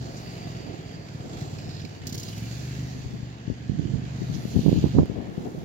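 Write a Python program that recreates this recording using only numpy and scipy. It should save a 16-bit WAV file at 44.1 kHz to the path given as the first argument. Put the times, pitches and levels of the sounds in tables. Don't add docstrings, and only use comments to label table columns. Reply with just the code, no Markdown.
import sys
import numpy as np
from scipy import signal
from scipy.fft import rfft, irfft
from scipy.io import wavfile
from scipy.ndimage import uniform_filter1d

SR = 44100
rng = np.random.default_rng(int(sys.argv[2]) if len(sys.argv) > 2 else 0)


def inscribe(sig):
    pcm = np.round(np.clip(np.atleast_2d(sig).T, -1, 1) * 32767)
    wavfile.write(sys.argv[1], SR, pcm.astype(np.int16))


N = 248724
TIME = np.arange(N) / SR
FREQ = np.arange(N // 2 + 1) * SR / N

# t/s, engine cycles/Hz
ENGINE_SPEED = [(0, 23.4), (1.05, 19.1), (1.45, 18.1), (1.7, 18.85), (2.05, 18.1), (2.17, 18.5),
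                (2.32, 21.0), (2.6, 24.9), (2.7, 25.55), (2.87, 25.05), (3.02, 25.45), (3.35, 23.75),
                (3.55, 23.85), (3.9, 24.15), (4.35, 24.2), (4.6, 23.95), (5.64, 24.1)]
# t/s, level/dB
EXHAUST_LEVEL = [(0, -33.5), (.25, -36), (1, -39.5), (1.65, -35), (1.95, -39.5), (2.1, -37), (2.55, -30.5),
                 (3, -34.5), (3.4, -40.5), (4.15, -32), (4.5, -33.5), (5, -30.5), (5.35, -60), (5.64, -65)]
# t/s, level/dB
PANEL_BUZZ = [(0, -31.5), (.3, -43), (1.1, -45.5), (1.35, -39), (1.7, -44), (3.6, -50), (4.3, -45.5)]
# t/s, level/dB
HISS_LEVEL = [(0, -66.5), (.22, -60.5), (.8, -69.5), (1.1, -69.5), (1.45, -61.5), (2.03, -69.5),
              (2.25, -55.5), (2.8, -61), (3.4, -76), (4, -72.5), (4.6, -60), (5.15, -72), (5.5, -64),
              (5.64, -66.5)]
# t/s, level/dB
DRONE_LEVEL = [(1.3, -71), (1.48, -44), (1.8, -42), (2, -48.5), (2.25, -40), (2.45, -41.5), (2.9, -54)]
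# multiple of the cycle rate, level/dB
DRONE_TONES = [(5, -1), (6, 3)]
# f/Hz, level/dB
MUFFLER_TONE = [(25, -41), (48, -6.5), (76, 4), (102, 7.5), (122, 11), (150, 11.5), (175, 6), (205, -3.5),
                (245, -3.5), (310, -9.5), (420, -32), (650, -24.5), (1000, -38.5), (2000, -66)]
# f/Hz, level/dB
GAS_TONE = [(25, -42), (90, -6.5), (160, -2), (260, -4), (400, -21.5), (650, -25), (1200, -48)]
# f/Hz, level/dB
PANEL_TONE = [(150, 5), (300, 11), (450, 9), (580, 3.5), (700, 9), (830, 1.5), (1050, -5.5), (1400, -2),
              (2500, -49.5)]
# f/Hz, level/dB
VALVE_TONE = [(600, -8), (1000, -1), (1350, -4), (1700, 4), (2300, 0), (3300, -1.5), (4000, -8),
              (5000, -48), (8000, -53)]
# f/Hz, level/dB
WHIRR_TONE = [(2500, -6.5), (3600, -1.5), (4300, 5.5), (4650, 2.5), (5500, 0.5), (6500, 2), (7200, 1),
              (7800, -9), (8500, -29), (10000, -46)]
# f/Hz, level/dB
HISS_TONE = [(6000, -2), (8500, -9), (10000, -7), (11200, -4), (12200, -5.5), (16000, -7)]
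# f/Hz, level/dB
RASP_TONE = [(1000, -70), (2300, 3), (3300, 5.5), (4500, 4), (6000, -2.5), (6750, 10), (7500, -5),
             (8500, -12), (11000, -10.5), (15500, -5)]
# f/Hz, level/dB
AIRBOX_TONE = [(70, -4), (140, 1), (230, 7.5), (350, -8), (700, -29)]
# f/Hz, level/dB
CRACKLE_TONE = [(1000, -82), (2300, -11), (3300, 1), (4500, 6.5), (7000, 7), (8500, -13), (11000, -4.5),
                (15500, -2)]
# t/s, spray level/dB, ring level/dB, ring f/Hz
INTAKE_SPITS = [(2.068, -34.5, -44, 4600), (2.091, -42, -50, 4560), (2.123, -39.5, -53, 5550),
                (2.143, -36.5, -52, 4660), (2.177, -36.5, -42, 6600), (2.197, -42, -44, 6770),
                (2.229, -40, -43, 5490), (2.279, -44, -43, 4940), (2.326, -50, -50, 2750),
                (2.376, -44, -49, 2680)]
# t/s, level/dB, main ring f/Hz
ENGINE_KNOCKS = [(1.41, -40.5, 3500), (1.584, -45.5, 4500), (1.693, -48, 4540), (1.744, -48, 4400),
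                 (1.797, -45, 3400), (1.816, -44.5, 4800), (1.849, -39, 4370)]
# multiple of the main ring, width/Hz, level/dB
KNOCK_RINGS = [(.56, 500, -9), (1, 450, -6.5), (1.19, 500, -9)]
# loudest at t/s, half length/s, f/Hz, width/Hz, level/dB, left minus right/dB
BELT_RUBS = [(0.175, 0.0065, 6470, 1800, -50.5, 17), (0.45, 0.38, 2397, 1100, -56, 4),
             (1.45, 0.2, 7170, 500, -58, -9), (1.73, 0.094, 4585, 1700, -49.5, -9),
             (1.72, 0.17, 2690, 650, -59, 7), (4.348, 0.013, 4900, 3800, -49, -11),
             (4.566, 0.2, 11130, 1500, -64, -5), (4.62, 0.24, 14600, 1400, -69.5, -18),
             (4.732, 0.17, 3385, 1900, -51, -10)]
# t/s, level/dB
JINGLE_LEVEL = [(.2, -58), (.3, -52), (.38, -60), (.44, -51.5), (.52, -62), (.61, -54), (.8, -64),
                (.92, -57), (1.15, -63), (4.2, -68), (4.75, -59.5), (5.4, -74)]
# t/s, level/dB
BREEZE_LEVEL = [(0, -46), (.55, -51), (.7, -60), (1.1, -52), (1.3, -43.5), (1.55, -46.5), (2.1, -46),
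                (3.2, -47), (3.4, -61), (4.2, -62), (4.7, -45.5), (5.64, -39.5)]
# t/s, port, level/dB, half length/s, small swirls compared with big ones/dB
WIND_GUSTS = [(0.7, 1, -40, 0.069, 2.5), (3.155, 0, -30, 0.015, -27), (3.507, 0, -25.5, 0.0096, -30),
              (3.786, 1, -25.5, 0.053, -24), (3.957, 1, -23, 0.033, -17), (4.22, 0, -23, 0.0093, -13.5),
              (4.361, 0, -26.5, 0.045, -39), (4.571, 0, -17.5, 0.016, -14), (4.682, 1, -14.5, 0.034, -14),
              (4.765, 0, -18.5, 0.052, -18), (4.856, 1, -18, 0.0082, -5.5), (4.992, 1, -8, 0.011, -11),
              (4.996, 0, -18.5, 0.025, -19.5), (5.192, 0, -28, 0.027, -2.5), (5.463, 0, -42.5, 0.0075, 17)]
# f/Hz, level/dB
BIG_SWIRL_TONE = [(20, -50), (75, 0.5), (140, 6), (240, 3), (330, -6), (450, -18), (900, -71.5)]
# f/Hz, level/dB
SMALL_SWIRL_TONE = [(200, -13.5), (330, 1), (480, -8), (650, -14), (900, -20), (1400, -38.5), (2500, -43),
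                    (5000, -81)]
# t/s, port, level/dB, f/Hz
WIND_THUDS = [(3.061, 0, -22, 100), (3.231, 0, -24, 145), (3.48, 0, -16, 210), (3.501, 0, -13, 290),
              (3.514, 0, -20, 95), (3.697, 1, -10.5, 197), (3.719, 1, -17, 180), (3.795, 1, -10.5, 195),
              (3.855, 1, -16, 210), (3.938, 1, -14, 170), (3.952, 1, -18, 85), (4.038, 0, -22.5, 190),
              (4.206, 0, -24, 200), (4.24, 0, -22, 140), (4.299, 0, -16, 188), (4.454, 0, -16, 268),
              (4.564, 0, -5, 213), (4.592, 0, -9.5, 247), (4.663, 1, -1, 283), (4.683, 1, -3, 232),
              (4.695, 1, -5.5, 286), (4.718, 1, -7.5, 257), (4.729, 1, -4, 300), (4.747, 0, -17, 200),
              (4.787, 0, -14, 193), (4.842, 1, -1.5, 270), (4.862, 0, -16, 235), (4.965, 1, -9.5, 246),
              (4.986, 1, 1.5, 333), (4.998, 0, -8, 154), (5.007, 0, -10, 255), (5.032, 1, -6.5, 261),
              (5.099, 0, -14.5, 256), (5.292, 0, -21, 230), (5.38, 0, -16.5, 242)]
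# f/Hz, left minus right/dB
SIDE_BALANCE = [(60, -18), (110, -9), (250, 2), (700, -4), (1290, 1), (2380, -2), (4400, -6.5),
                (8120, -3.5), (15000, 0)]

FIRING_POINTS = (.25, .625)
THROTTLE_S = 2.068
PORT_LAG_S = 0.0003837


def exhaust(cycles):
    pushes = firings(cycles, second_db=-2, scatter_db=1.6, jitter_s=.0003)
    thump = colour(pushes, MUFFLER_TONE) * undb(curve(EXHAUST_LEVEL) - 1.5 + 1.46 * wander(15))
    gas = air_noise(GAS_TONE, direct=0.97) * puffs(pushes, decay_s=0.17)
    panels = air_noise(PANEL_TONE, direct=0.83) * puffs(pushes, decay_s=0.15)
    return thump + undb(-46) * gas + undb(curve(PANEL_BUZZ)) * panels


def firings(cycles, second_db, scatter_db, jitter_s):
    first, second = (strokes(cycles - point, scatter_db, jitter_s) for point in FIRING_POINTS)
    return first + undb(second_db) * second


def strokes(cycles, scatter_db, jitter_s):
    speed = np.diff(cycles)
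    starts = np.flatnonzero(np.diff(np.floor(cycles)))
    roughness = (speed.max() / speed[starts]) ** 3
    size, slip = np.clip(rng.standard_normal((len(starts), 2)), -1.4, 1.4).T * roughness
    starts = starts + (slip * jitter_s * SR).astype(int)
    pushes = np.zeros(N)
    pushes[np.clip(starts, 0, N - 1)] = undb(scatter_db * size)
    return pushes


def drone(cycles):
    hum = sum(undb(db) * np.sin(2 * np.pi * round(multiple) * cycles) for multiple, db in DRONE_TONES)
    return undb(curve(DRONE_LEVEL)) * unit(hum)


def machinery(cycles):
    ticks = puffs(strokes(3 * cycles, scatter_db=2.5, jitter_s=0.00093), decay_s=0.0093)
    beat = unit(1 + 0.36 * ticks)
    usual_hiss_db, usual_exhaust_db = -66, -36
    extra_hiss_db = curve(HISS_LEVEL) - usual_hiss_db
    extra_exhaust_db = curve(EXHAUST_LEVEL) - usual_exhaust_db
    clatter_db = -52.5 + 0.058 * extra_hiss_db + 0.12 * extra_exhaust_db
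    whirr_db = -53 + 0.43 * extra_hiss_db + 0.27 * extra_exhaust_db
    clatter = air_noise(VALVE_TONE, direct=0.16) * undb(clatter_db + .5 * wander(59))
    whirr = air_noise(WHIRR_TONE, direct=0.057) * undb(whirr_db + 0.95 * wander(24.47))
    hiss = air_noise(HISS_TONE, direct=0.18) * undb(curve(HISS_LEVEL) + 3.5)
    return beat * (clatter + whirr + hiss)


def intake(cycles):
    from_hz, to_hz, slide_s = 6600, 2480, .2
    rasp_rise_s, fade_db_per_s, thump_fade_db_per_s = 0.099, 20, 42
    pushes = firings(cycles, second_db=-3, scatter_db=.6, jitter_s=.0002)
    age = np.maximum(TIME - THROTTLE_S, 0)
    force = (TIME > THROTTLE_S - .005) * undb(-39.5 - thump_fade_db_per_s * age)
    thump = colour(pushes, AIRBOX_TONE) * force
    slide_hz = to_hz + (from_hz - to_hz) * np.exp(-(age / slide_s) ** 2)
    slide = ringing(slide_hz, width_hz=750) * (1 - np.exp(-age / slide_s))
    gulps = puffs(pushes, decay_s=.022)
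    rasp = air_noise(RASP_TONE, direct=0.55) * (1 - np.exp(-age / rasp_rise_s)) * grit(depth_db=2.5)
    return thump + (rasp + slide * gulps) * undb(-47.5 - fade_db_per_s * age)


def spits():
    spray = ring = 0
    for start_s, spray_db, ring_db, _ in INTAKE_SPITS:
        blow = strike(start_s, attack_s=0.0028, ring_s=0.0079)
        spray = spray + undb(spray_db) * blow
        ring = ring + undb(ring_db) * blow
    times, _, _, ring_hz = np.transpose(INTAKE_SPITS)
    crackle = air_noise(CRACKLE_TONE, direct=0.55) * grit(depth_db=2.5)
    return spray * crackle + ring * ringing(held(times, ring_hz), width_hz=730, order=3)


def knocks():
    blows = sum(undb(db) * strike(s, attack_s=0.0014, ring_s=0.0047) for s, db, _ in ENGINE_KNOCKS)
    times, _, main_hz = np.transpose(ENGINE_KNOCKS)
    pitch = held(times, main_hz)
    ring = sum(ringing(ratio * pitch, width, order=3) * undb(db) for ratio, width, db in KNOCK_RINGS)
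    crack = air_noise(CRACKLE_TONE, direct=1.0) * undb(-13.5)
    return blows * (ring + crack) * panned(-10.5)


def belt_rubs(cycles):
    tugs = puffs(firings(cycles, second_db=-1.5, scatter_db=.6, jitter_s=.0013), decay_s=.05)
    rubs = 0
    for peak_s, half_s, hz, width_hz, db, lean_db in BELT_RUBS:
        swell = np.exp(-.5 * ((TIME - peak_s) / half_s) ** 2)
        rubs = rubs + ringing(np.full(N, hz), width_hz, order=4) * swell * undb(db) * panned(lean_db)
    return tugs * grit(depth_db=2) * rubs


def belt_jingle():
    return ringing(centre_hz=np.full(N, 4720), width_hz=260) * undb(curve(JINGLE_LEVEL)) * panned(-8.5)


def wind():
    flutter = undb(3.9 * np.array([wander(90), wander(90)]))
    big = unit(flutter * colour(rng.standard_normal((2, N)), BIG_SWIRL_TONE))
    small = unit(flutter * colour(rng.standard_normal((2, N)), SMALL_SWIRL_TONE))
    out = (big + undb(-5) * small) * undb(curve(BREEZE_LEVEL) + 1)
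    for peak_s, port, db, half_s, small_db in WIND_GUSTS:
        side = int(port)
        near = np.abs(TIME - peak_s) < 6 * half_s
        swell = 1 / (1 + ((TIME[near] - peak_s) / half_s) ** 2)
        rumble, tear = (unit(swell * swirls[side, near]) for swirls in (big, small))
        out[side, near] += undb(db) * np.sqrt(np.mean(swell ** 2)) * (rumble + undb(small_db) * tear)
    return out


def wind_thuds():
    wobble_hz = 150
    skews = 1.49 * rng.standard_normal(len(WIND_THUDS))
    thuds = np.zeros((2, N))
    for (peak_s, port, db, hz), skew in zip(WIND_THUDS, skews):
        near = np.abs(TIME - peak_s) < .03
        place = 2 * np.pi * hz * (TIME[near] - peak_s) / 2.9
        pressure = -np.real(np.exp(1j * skew) / (1 + 1j * place) ** 3)
        thuds[int(port), near] += pressure * undb(db + 1.5)
    wobble = signal.lfilter(*signal.iirpeak(wobble_hz, Q=2, fs=SR), thuds)
    return thuds + undb(-5.5) * wobble


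def air_noise(tone, direct):
    source, left, right = rfft(rng.standard_normal((3, N)))
    late = source * np.exp(-2j * np.pi * FREQ * PORT_LAG_S)
    pair = np.sqrt(direct) * np.array([source, late]) + np.sqrt(1 - direct) * np.array([left, right])
    lean = np.sqrt(gains(SIDE_BALANCE))
    return unit(irfft(pair * gains(tone) * np.array([lean, 1 / lean]), N))


def ringing(centre_hz, width_hz, order=2):
    noise = rng.standard_normal(N) + 1j * rng.standard_normal(N)
    flicker = signal.sosfilt(signal.butter(order, width_hz / 2, fs=SR, output="sos"), noise)
    phase = 2 * np.pi * np.cumsum(centre_hz) / SR
    ring = unit(flicker.real * np.cos(phase) - flicker.imag * np.sin(phase))
    return np.array([ring, np.roll(ring, int(PORT_LAG_S * SR))])


def colour(x, tone):
    cepstrum = irfft(np.log(gains(tone)), N)
    cepstrum[1:N // 2] *= 2
    cepstrum[N // 2 + 1:] = 0
    return unit(irfft(rfft(x) * np.exp(rfft(cepstrum)), N))


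def gains(tone):
    hz, db = np.transpose(tone)
    return undb(np.interp(np.log(FREQ + 1), np.log(hz), db)) / np.maximum(FREQ / hz[-1], 1) ** 4


def puffs(pushes, decay_s):
    rise = signal.lfilter(np.hanning(80), 1, pushes)
    return unit(signal.lfilter([1], [1, -np.exp(-1 / (decay_s * SR))], rise))


def strike(start_s, attack_s, ring_s):
    age = np.maximum(TIME - start_s, 0)
    shape = (1 - np.exp(-age / attack_s)) * np.exp(-age / ring_s)
    return shape / shape.max()


def shimmer(x, depth_db):
    bands = signal.stft(x, nperseg=512)[2]
    swells = rng.standard_normal(bands.shape[1:])
    swells = uniform_filter1d(uniform_filter1d(swells, size=3, axis=0), size=22, axis=1)
    return signal.istft(bands * undb(depth_db * unit(swells)))[1][:, :N]


def grit(depth_db):
    return unit(undb(depth_db * np.clip(wander(700), -2, 2)))


def wander(rate_hz):
    span = int(SR / rate_hz)
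    steps = np.repeat(rng.standard_normal(N // span + 2), span)
    return unit(uniform_filter1d(uniform_filter1d(steps, span), span)[:N])


def panned(lean_db):
    return undb(np.array([[lean_db], [-lean_db]]) / 2)


def curve(rows):
    return np.interp(TIME, *np.transpose(rows))


def held(times, values):
    return np.array(values)[np.maximum(np.searchsorted(times, TIME) - 1, 0)]


def undb(db):
    return 10 ** (np.asarray(db) / 20)


def unit(x):
    return x / np.sqrt(np.mean(x ** 2))


def scene():
    cycles = np.cumsum(curve(ENGINE_SPEED)) / SR
    cycles = cycles - np.interp(THROTTLE_S, TIME, cycles) + FIRING_POINTS[0]
    drive = shimmer(machinery(cycles) + intake(cycles), depth_db=1.5)
    engine = exhaust(cycles) + drone(cycles) + drive + spits()
    return engine + belt_rubs(cycles) + belt_jingle() + knocks() + wind() + wind_thuds()


def record(dry):
    low_hz, top_hz = 46, 15850
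    thinned = signal.sosfilt(signal.butter(4, low_hz, "high", fs=SR, output="sos"), dry)
    return signal.sosfilt(signal.ellip(10, .2, 70, top_hz, fs=SR, output="sos"), np.tanh(thinned))


dry = scene()
out = record(dry)
inscribe(out)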